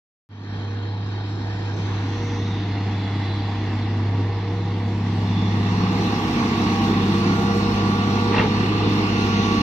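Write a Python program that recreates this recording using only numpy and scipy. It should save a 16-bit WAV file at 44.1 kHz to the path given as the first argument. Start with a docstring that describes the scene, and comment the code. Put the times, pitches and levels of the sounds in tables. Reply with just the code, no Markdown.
"""A six-cylinder diesel excavator drones in an open pit, some way from a hand-held stereo microphone.
Exhaust, gear and pump tones ride on the crank speed over the roar of fan and block. The swing motor
climbs in pitch as the machine turns its engine side to the microphone, and oil squeals in the valves.
Rocks knock on steel, and near the end a load drops into a truck bed and rings it.
The sound fades in after a short silence."""
import sys
import numpy as np
from scipy import signal
from scipy.fft import rfft, irfft, next_fast_len
from scipy.io import wavfile
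from scipy.ndimage import uniform_filter1d, map_coordinates

SR = 44100
rng = np.random.default_rng(int(sys.argv[2]) if len(sys.argv) > 2 else 0)


def int16_out(signal):
    """Quantize to a 16-bit WAV file."""
    q = np.round(np.clip(np.atleast_2d(signal).T, -1, 1) * 32767)
    wavfile.write(sys.argv[1], SR, q.astype(np.int16))


N = 424241

# engine speed: (time [s], crank turns [Hz])
CRANK_SPEED = [(.55, 33.7), (1.1, 34.05), (1.7, 33.9), (3.2, 33.45), (4.2, 33.7), (5.3, 33.71),
               (5.9, 34.09), (6.4, 33.6), (6.82, 32.98), (7.4, 33.46), (8.3, 33.9), (8.73, 34.6),
               (8.95, 34.22), (9.32, 33.3), (9.62, 33.4)]
# overall level, rising slowly to about 2.2 s, then swinging gently: (time [s], gain [dB])
OVERALL_GAIN = [(.55, -5.5), (1, -5.5), (2.2, -0.7), (3.7, 0.2), (4.9, -0.5), (5.5, -1), (6.5, 1.36),
                (7.5, 0.06), (8.5, -0.36), (9.62, -1.8)]
# stereo image in three views: microphone upright, level on the cab side, on the engine side:
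# (frequency [Hz], left-right likeness [0-1], left lead [rad], left minus right [dB])
UPRIGHT_IMAGE = [(40, 0.998, 0.5, -0.5), (101, 0.97, 0, -1), (290, 0.99, 0, -1), (520, 0.98, -0.2, -20),
                 (720, .94, 0.2, 10), (1100, 0.88, 0.74, -3), (1800, 0.98, 1.67, -4), (2100, .3, 2, -1),
                 (2480, 0.95, 4, 8), (3350, .4, 3, 8), (3570, 0.86, 3, -3.5), (3700, 1, 4.5, 6.5),
                 (5140, 0.45, 11, 0), (6200, 0.89, 10.5, -0.5)]
CAB_IMAGE = [(40, 0.998, 0.02, -0.3), (101, 1, .02, -0.3), (500, 1, 0.16, 0), (900, 1, -.1, -0.5),
             (1200, 0.91, 0.36, -2.5), (1480, 0.68, 0.25, 1), (2100, 1, 0.13, -4), (2750, 0.45, 0.12, 3.5),
             (3600, 0.24, -0.65, -1.5), (4000, 0.94, -0.2, -7), (5000, 0.17, -0.4, 3.5),
             (8000, 0.15, 0, -8.5)]
ENGINE_IMAGE = [(40, .998, 0.5, -0.5), (101, 0.98, 0.2, 0), (200, 0.99, 0.16, -0.1), (383, 1, -0.46, -2),
                (550, 0.86, 2, -4.5), (685, 1, 0, 8.5), (1140, 0.66, 1.13, -7.5), (1670, 0.72, 4.5, 1),
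                (2220, 0.38, 3.5, -3.5), (2674, 0.47, 5, 0), (4090, 0.35, 16.5, 0),
                (5000, 0.92, 16.5, -1.5), (5280, 0.33, 11, 0.5)]


def engine_drone(phase, shares):
    """The firing tone, its octave and overtones, plus a pump or fan hum at 7 times crank speed."""
    # (time [s], level of orders 6, 12, 14 [dB])
    drone = [(.55, -29, -44, -41.5), (1.5, -26, -59.5, -48.5), (2, -25, -56, -45.5), (2.5, -25, -41, -37),
             (3.1, -25, -35, -51), (3.6, -24.5, -43, -37), (4, -23, -41, -32.5), (4.4, -24, -45, -55),
             (4.8, -26.5, -38.5, -34.5), (5.55, -21, -30, -29.5), (5.87, -26, -39, -37),
             (6.36, -34.5, -31, -27), (6.85, -25, -26, -25.5), (7.4, -26.5, -23.5, -33.5),
             (8.1, -25.5, -25.5, -29), (8.55, -24, -26.5, -28), (8.86, -23, -30, -45),
             (9.2, -25.5, -24.5, -26.5), (9.62, -28.5, -23.5, -27)]
    # (time [s], level of orders 10, 11, 18, 20 [dB])
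    overtones = [(0.55, -67, -46.5, -54, -58), (1.5, -55, -41.5, -46.5, -48), (2.5, -57.5, -40, -40.5, -53),
                 (3.6, -44.5, -40.5, -37.0, -46.0), (4.4, -39.5, -39, -54, -50), (5, -38, -37.0, -46, -50),
                 (5.3, -34, -33, -47, -48.5), (5.7, -36.0, -26.5, -32.5, -46), (6, -33, -28.5, -34.5, -39),
                 (6.3, -39.5, -44, -35, -54), (6.6, -39.5, -29, -37, -34.5), (6.9, -36.0, -34, -29, -40),
                 (7.3, -32.0, -38, -38.5, -41), (7.7, -40, -49, -41, -39), (8.1, -41, -34, -38, -42),
                 (8.55, -39.0, -45.0, -32.5, -38), (8.9, -38.5, -33.0, -29, -45),
                 (9.25, -44, -33.0, -37, -40), (9.55, -36.0, -40.0, -31.5, -40.5)]
    out = 0
    for order, db, waver_db, blur_rad in zip((6, 12, 14), curves(drone), (1.17, .6, .6), (.05, .33, .33)):
        out += tone(order, db, phase, shares, waver_db, blur_rad)
    for order, db in zip((10, 11, 18, 20), curves(overtones)):
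        out += tone(order, db, phase, shares, waver_db=2.2, blur_rad=0.3)
    return out


def high_whines(phase, shares):
    """Three high whines that follow crank speed, from engine, gear and pump."""
    # (time [s], level of orders 48, 68, 84 [dB])
    levels = [(0.55, -69, -59, -82), (2, -54.5, -67.5, -57), (3.5, -48, -52.5, -72),
              (5.2, -49.5, -53, -61.5), (5.9, -43, -45, -62), (6.3, -38.5, -42, -52), (6.6, -46, -35, -57),
              (6.8, -30.5, -36.5, -55), (7.05, -42.5, -39, -49), (7.4, -37, -37, -39.5),
              (7.8, -39, -37, -43.5), (8.25, -45, -35.5, -39.5), (8.55, -44, -40, -55),
              (8.9, -46, -39.5, -48), (9.25, -39, -36, -39), (9.55, -42, -31, -43)]
    return sum(tone(order, db, phase, shares, waver_db=1.3, blur_rad=1.37, lean_db=lean_db)
               for order, db, lean_db in zip((48, 68, 84), curves(levels), (-3, -3, -6)))


def pump_whine(phase, shares, lull_db):
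    """Two tones of the hydraulic pump; load lifts the lower and weakens the upper."""
    # (order, level at facing 0, 0.8 and 1 [dB], share of the swell, gain by crank sag [dB/Hz^2],
    # waver [dB], left minus right [dB])
    whines = [(28, -43.5, -43, -33, 1.1, 1.5, 2.5, -1), (42, -55, -48, -47, .8, -4, 3, -1)]
    # swell of the whine: (time [s], gain [dB])
    swell = [(.55, -5), (1.75, -4), (2, 2), (2.75, 3), (3, -2), (3.6, -3), (4.4, 2), (5.1, -3), (5.9, 1.5),
             (6.8, 0.5), (7.8, 4), (8.75, -3), (9.15, -0.8), (9.62, -1)]
    out = 0
    for order, *levels, share, load_db, waver_db, lean_db in whines:
        db = np.interp(shares[-1], (0, 0.8, 1), levels) + lull_db + share * curves(swell)[0]
        db += load_db * np.maximum(sag_hz(), 0) ** 2
        out += tone(order, db, phase, shares, waver_db, blur_rad=1.85, lean_db=lean_db)
    return out


def weak_tones(phase, shares, lull_db):
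    """Weak engine orders around the main tones, plus two sidebands of the gear whine."""
    # (order before rounding, cab side [dB], engine side [dB])
    weak_orders = [(3, -52, -41.5), (4, -59, -47), (7, -66, -54), (8, -44.5, -42), (9, -51, -39),
                   (13, -62, -43), (22, -55, -46), (15, -50.5, -42), (16, -47, -40.5), (19, -50.5, -47),
                   (21, -58.5, -46), (24, -54.5, -45), (25, -57, -46.5), (65.9, -63.5, -47),
                   (70.1, -64.5, -47), (56, -52.5, -43.5)]
    out = 0
    for order, cab_db, engine_db in weak_orders:
        db = cab_db + shares[-1] * (engine_db - cab_db) + lull_db
        out += tone(round(order), db, phase, shares, waver_db=2.5, blur_rad=0.81)
    return out


def tone(order, db, phase, shares, waver_db, blur_rad, lean_db=0):
    """One multiple of the cycle rate at the microphone; level and phase waver with the air."""
    hz = order * np.mean(np.diff(phase)) * SR / (2 * np.pi)
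    images = [along(image, hz) for image in (UPRIGHT_IMAGE, CAB_IMAGE, ENGINE_IMAGE)]
    _, lead, lean = np.transpose(images) @ shares / 2
    lean = lean + lean_db / 2
    locked = order % 2 == 0 and order <= 14  # low crank multiples line up: one throb a turn
    angle = order * phase + rng.uniform(0, 2 * np.pi) * (not locked) + blur_rad * wobble(1.6)
    size = np.sqrt(2) * amp(db + waver_db * wobble(4.5))
    return size * np.array([amp(lean) * np.sin(angle + lead), amp(-lean) * np.sin(angle - lead)])


def roar(phase, shares):
    """Fan, block and intake noise; it throbs with each crank turn and with the valve clatter."""
    # noise colour in each view, low and high bands: (frequency [Hz], relative level [dB])
    cab_low = [(15, -48), (30, -26.5), (60, -9.5), (95, -10), (130, -6.5), (200, -9.5), (306, -4),
               (420, -19), (545, -35), (826, -26), (1500, -37.5), (2400, -89)]
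    cab_high = [(880, -44.5), (1500, -4.5), (1880, 2.5), (2120, 0), (2390, -7), (2740, -3), (3150, -9.5),
                (3470, -1.5), (3720, -9), (4110, -11.5), (5750, -23), (7150, -34), (9150, -53),
                (14400, -50), (15900, -58.5)]
    upright_high = [(880, -35.5), (1500, 2), (1830, 6.5), (2000, -1.5), (2430, -1.5), (2940, -17.5),
                    (3120, -0.5), (3540, -7), (3950, -6), (6740, -19), (8880, -44), (9150, -66),
                    (10200, -36.5), (11100, -57), (15900, -57)]
    engine_low = [(15, -36.5), (30, -23), (60, -13), (95, -12), (146, -3.5), (218, -2.5), (330, -5),
                  (464, -10), (566, -28), (797, -16), (1100, -17), (1500, -23), (2400, -81.5)]
    engine_high = [(880, -40), (1500, -5.5), (1880, 0), (2430, -1.5), (2770, -0.5), (3150, -5.5),
                   (3580, -5), (4490, -5.5), (4860, -13.5), (5470, -10), (6220, -16), (6940, -27.5),
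                   (10400, -39), (14000, -34.5), (15900, -33.5)]
    views = [noise_bands(cab_low, upright_high, UPRIGHT_IMAGE, patchy_db=1.54),
             noise_bands(cab_low, cab_high, CAB_IMAGE, patchy_db=1.28),
             noise_bands(engine_low, engine_high, ENGINE_IMAGE, patchy_db=1.11)]
    crank = np.cos(2 * phase)
    valves = np.cos(3 * phase) + 0.31 * np.cos(6 * phase)
    gust_db = 0.27 * wobble(4.9)
    crank_db, valve_db = (0.31, 0.57, 0.3, .5, .4), (0, 0.1, 0.18, 0.42, .5)
    flutter_db = (0.31, 0.13, 0.21, 0.41, .9)
    out = 0
    for k, db in enumerate(band_levels(shares[-1])):
        throb = crank_db[k] * crank + valve_db[k] * valves + gust_db + flutter_db[k] * wobble(16)
        out += amp(db + throb) * sum(np.sqrt(share) * view[k] for share, view in zip(shares, views))
    return out


def noise_bands(low, high, image, patchy_db):
    """The machine's noise across the pit in one view, as five stereo bands of equal level."""
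    # moving notch as the microphone turns and is shaded: (time [s], frequency [Hz], depth [dB])
    shading_dip = [(0, 1970, 1.5), (1.8, 1954, 3.5), (2.8, 1430, 0), (5.2, 1340, 4.5), (6, 1740, 0),
                   (9.62, 1680, 2.5)]
    hz, t, noise = signal.stft(rng.standard_normal((2, N)), SR, nperseg=1024)
    hz = hz[:, None]
    patches = unit(uniform_filter1d(uniform_filter1d(rng.standard_normal(noise.shape[1:]), 8, 0), 6, 1))
    scatter_db = patchy_db * (1 + (hz / 6000) ** 2).clip(1, 3.5) * patches  # air scatters treble most
    dip_hz, dip_db = curves(shading_dip, t)
    gain = amp(scatter_db - dip_db * np.exp(-((hz - dip_hz) / 250) ** 2))
    alike, lead, lean = along(image, hz)
    spread = np.arccos(np.clip(alike, 0, 1)) / 2
    mid, side = noise[0] * np.cos(spread), noise[1] * np.sin(spread)
    pan = amp(lean / 2) * np.exp(.5j * lead)
    spectra = gain * np.array([(mid + side) * pan, (mid - side) / pan])
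    pair = signal.istft(spectra, SR, nperseg=1024)[1][:, :N]
    lowpasses = [lambda f, edge_hz=e: 1 / (1 + (f / edge_hz) ** 16) for e in (560, 1500, 4700, 7000)]
    edges = [lambda f: 0] + lowpasses + [lambda f: 1]
    bands = []
    for colour, lower, upper in zip((low, low, high, high, high), edges, edges[1:]):
        band = filtered(pair, lambda f: amp(along(colour, f)[0]) * np.sqrt(np.abs(upper(f) - lower(f))))
        bands.append(band / np.std(band.mean(axis=0)))
    return bands


def band_levels(facing):
    """Levels in dB of rumble, roar, clatter, rattle and hiss; the first four follow facing and load."""
    # (cab side [dB], engine side [dB], share of hiss swings, share of clatter, gain by sag [dB/Hz])
    bands = [(-34, -25, .05, .05, -1.5), (-39, -32.5, .05, -.2, -0.6), (-42.5, -36, .05, 0.81, 0.55),
             (-57, -50.5, .2, 0.2, 1.5)]
    # top band: (time [s], level [dB])
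    hiss_level = [(.55, -80.5), (.9, -89), (1.4, -73.5), (2.15, -69.5), (2.6, -76), (3.2, -71), (4.3, -76),
                  (5.3, -66), (6.2, -54.5), (7.4, -54), (8.8, -58.5), (9.62, -54.5)]
    # lift of the upper bands: (time [s], gain [dB])
    clatter_gain = [(.55, -0.5), (.9, 0), (2.7, 1.5), (4.9, -2), (5.4, -0.4), (6.2, -0.2), (7.5, -1.2),
                    (9.3, 3), (9.62, 5)]
    (hiss,), (gain,), (clatter,) = curves(hiss_level), curves(OVERALL_GAIN), curves(clatter_gain)
    swings = hiss - uniform_filter1d(hiss, 2 * SR)
    return [cab + facing * (engine - cab) + gain + follow * swings + clank * clatter + load * sag_hz()
            for cab, engine, follow, clank, load in bands] + [hiss]


def swing_motor():
    """The swing motor sounds twice, climbing in pitch as it turns the house."""
    # (time [s], pitch [Hz], level [dB])
    swing = [(4., 422.3, -51), (4.55, 475, -41), (5., 500, -56), (5.1, 494, -72), (6.4, 283.5, -72),
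             (6.6, 300, -34), (7.3, 351.5, -29), (7.45, 354.2, -68.5)]
    hz, db = curves(swing)
    started = np.arange(N) / SR > swing[0][0]
    return np.sqrt(2) * amp(db + 0.56 * wobble(10)) * np.sin(np.cumsum(hz) * 2 * np.pi / SR) * started


def rock_knocks():
    """Rock hits steel with a dull knock: one low, quickly damped tone each."""
    # (time [s], level [dB], pitch [Hz], time to fall 60 dB [s])
    knocks = [(1.791, -14, 168, 0.067), (2.048, -25, 259, 0.085), (6.05, -22, 470, 0.12),
              (8.43, -17, 430, 0.18)]
    out, t = np.zeros(N), np.arange(SR // 4) / SR
    rise = 1 - np.exp(-t / 0.0038)
    for start, db, hz, t60 in knocks:
        out[round(start * SR):][:len(t)] += amp(db - 60 * t / t60) * rise * np.sin(2 * np.pi * hz * t)
    return out


def falling_load():
    """Stones ring the steel truck bed, each most near its own pitch, as gravel crunches in."""
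    # stone hits: (time [s], strength [dB], best excited frequency [Hz])
    stones = [(8.342, -24, 1900), (8.366, -35, 900), (8.363, -28, 2750), (8.381, -12.5, 2740),
              (8.395, -13.5, 2100), (8.41, -27, 1300), (8.442, -37, 870)]
    # modes of the bed: (frequency [Hz], gain [dB], time to fall 60 dB [s])
    modes = [(526.3, 15, 0.058), (870, 18, 0.06), (1270, 7.5, 0.068), (1870, 5, 0.029), (2100, -2, 0.041),
             (2710, 3, 0.034), (3440, -3, 0.027), (4100, -4, 0.021)]
    out, t = np.zeros((2, N)), np.arange(SR // 4) / SR
    rise = 1 - np.exp(-t / 0.0014)
    for start, db, best_hz in stones:
        rings = []
        for hz, mode_db, t60 in modes:
            octaves_off = abs(np.log2(hz / best_hz)).clip(0, 1.2)
            decay = amp(mode_db - 24 * octaves_off - 60 * t / t60)
            rings.append(decay * np.sin(2 * np.pi * hz * rng.normal(1, 0.008) * t))
        stereo_gains = amp(rng.normal(0, 1.7, (2, len(modes))))
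        out[:, round(start * SR):][:, :len(t)] += amp(db) * rise * (stereo_gains @ np.array(rings))

    def bed_response(f):
        """The bed's modes as broad resonances, dulled in the treble."""
        peaks = sum(amp(db) * f * hz / 5 / np.abs(hz**2 - f**2 + 1j * f * hz / 5) for hz, db, _ in modes)
        return peaks / (1 + (f / 4600) ** 6)

    gravel = noise_burst(bed_response, peak_s=8.39, half_s=0.066, width=0.5)
    return out + amp(-24.5 + wobble(220)) * gravel


def oil_squeals():
    """Oil in the hydraulic valves squeals in narrow bands of noise."""
    # (peak time [s], half length [s], centre [Hz], half width [Hz], level [dB])
    squeals = [(2.32, 0.28, 5880, 610, -51.5), (1.85, 0.14, 6100, 150, -57), (1.7, .15, 5200, 150, -59),
               (1.2, 0.94, 3820, 110, -54.5), (1.1, .8, 4170, 90, -56), (2.53, 0.15, 3680, 200, -46),
               (2.75, .15, 4230, 130, -53), (3.1, .45, 3390, 90, -51), (3.35, 0.25, 4040, 99, -48),
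               (3.38, .15, 4570, 80, -52.5), (5.42, 0.12, 3500, 150, -41.5), (9.4, 0.25, 6090, 520, -48),
               (9.14, 0.59, 2750, 250, -43)]
    out = 0
    for peak_s, half_s, hz, half_hz, db in squeals:
        band = lambda f: np.exp(-((f - hz) / half_hz) ** 2)
        out += amp(db) * noise_burst(band, peak_s, half_s, width=0.46)
    return out


def microphone_views():
    """Shares of the three views: upright, level on the cab side, and engine side (the facing)."""
    # how the microphone is held: (time [s], tilt [0 level to 1 upright])
    tilt = [(0, 0.9), (1.7, 0.85), (2.3, 0.069)]
    # side towards the microphone: (time [s], facing [0 cab to 1 engine])
    turn = [(0, 0.051), (4.9, 0.077), (5.9, 0.79), (9.62, 1.)]
    (upright,), (facing,) = curves(tilt), curves(turn)
    return np.array([upright * (1 - facing), (1 - upright) * (1 - facing), facing])


def sag_hz(usual_hz=33.69):
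    """How far the load pulls the crank under its usual speed."""
    return usual_hz - curves(CRANK_SPEED)[0]


def noise_burst(response, peak_s, half_s, width):
    """Coloured stereo noise that swells and dies in a bell curve."""
    mid, side = unit(filtered(rng.standard_normal((2, N)), response))
    bell = np.exp(-((np.arange(N) / SR - peak_s) / half_s) ** 2)
    return bell * np.array([mid + width * side, mid - width * side])


def amp(db):
    return 10 ** (np.asarray(db) / 20)


def unit(x):
    return x / np.sqrt(np.mean(x ** 2) + 1e-20)


def along(points, hz):
    """Columns after the frequency, read on a log axis."""
    f, *cols = np.transpose(points)
    return [np.interp(np.log(hz + 1), np.log(f + 1), c) for c in cols]


def curves(rows, t=None):
    """Columns after the time, read at every sample or at times t."""
    times, *cols = np.transpose(rows)
    return [np.interp(np.arange(N) / SR if t is None else t, times, c) for c in cols]


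def wobble(rate):
    """A smooth random curve, rate knots a second."""
    return map_coordinates(rng.standard_normal(int(N * rate / SR) + 4), [np.arange(N) * rate / SR])


def filtered(x, response):
    """x shaped by a frequency response."""
    size = next_fast_len(N + 8192)
    return irfft(rfft(x, size) * response(np.fft.rfftfreq(size, 1 / SR)), size)[..., :N]


def scene():
    """The excavator and the truck bed, heard from across the pit."""
    phase = np.cumsum(curves(CRANK_SPEED)[0]) * np.pi / SR  # one four-stroke cycle is two crank turns
    shares = microphone_views()
    lull_db = np.minimum(curves(OVERALL_GAIN)[0], 0)
    tones = engine_drone(phase, shares) + high_whines(phase, shares)
    tones += pump_whine(phase, shares, lull_db) + weak_tones(phase, shares, lull_db)
    return tones + roar(phase, shares) + swing_motor() + oil_squeals() + rock_knocks() + falling_load()


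def record(dry):
    """Silence, a fade-in, a short fade-out, and nothing above the band limit."""
    start_s, fade_s, fade_db, top_hz = 0.29, 0.25, 12.5, 15550
    t = np.arange(N) / SR - start_s
    gate = np.clip(0.21 + t / 0.034, 0, 1) * (t > 0) * np.clip((t[-1] - t) / .003, 0, 1)
    fade_in = amp(-fade_db * np.clip(1 - t / fade_s, 0, 1))
    return filtered(dry * gate * fade_in, lambda hz: hz < top_hz)


dry = scene()
out = record(dry)
int16_out(out)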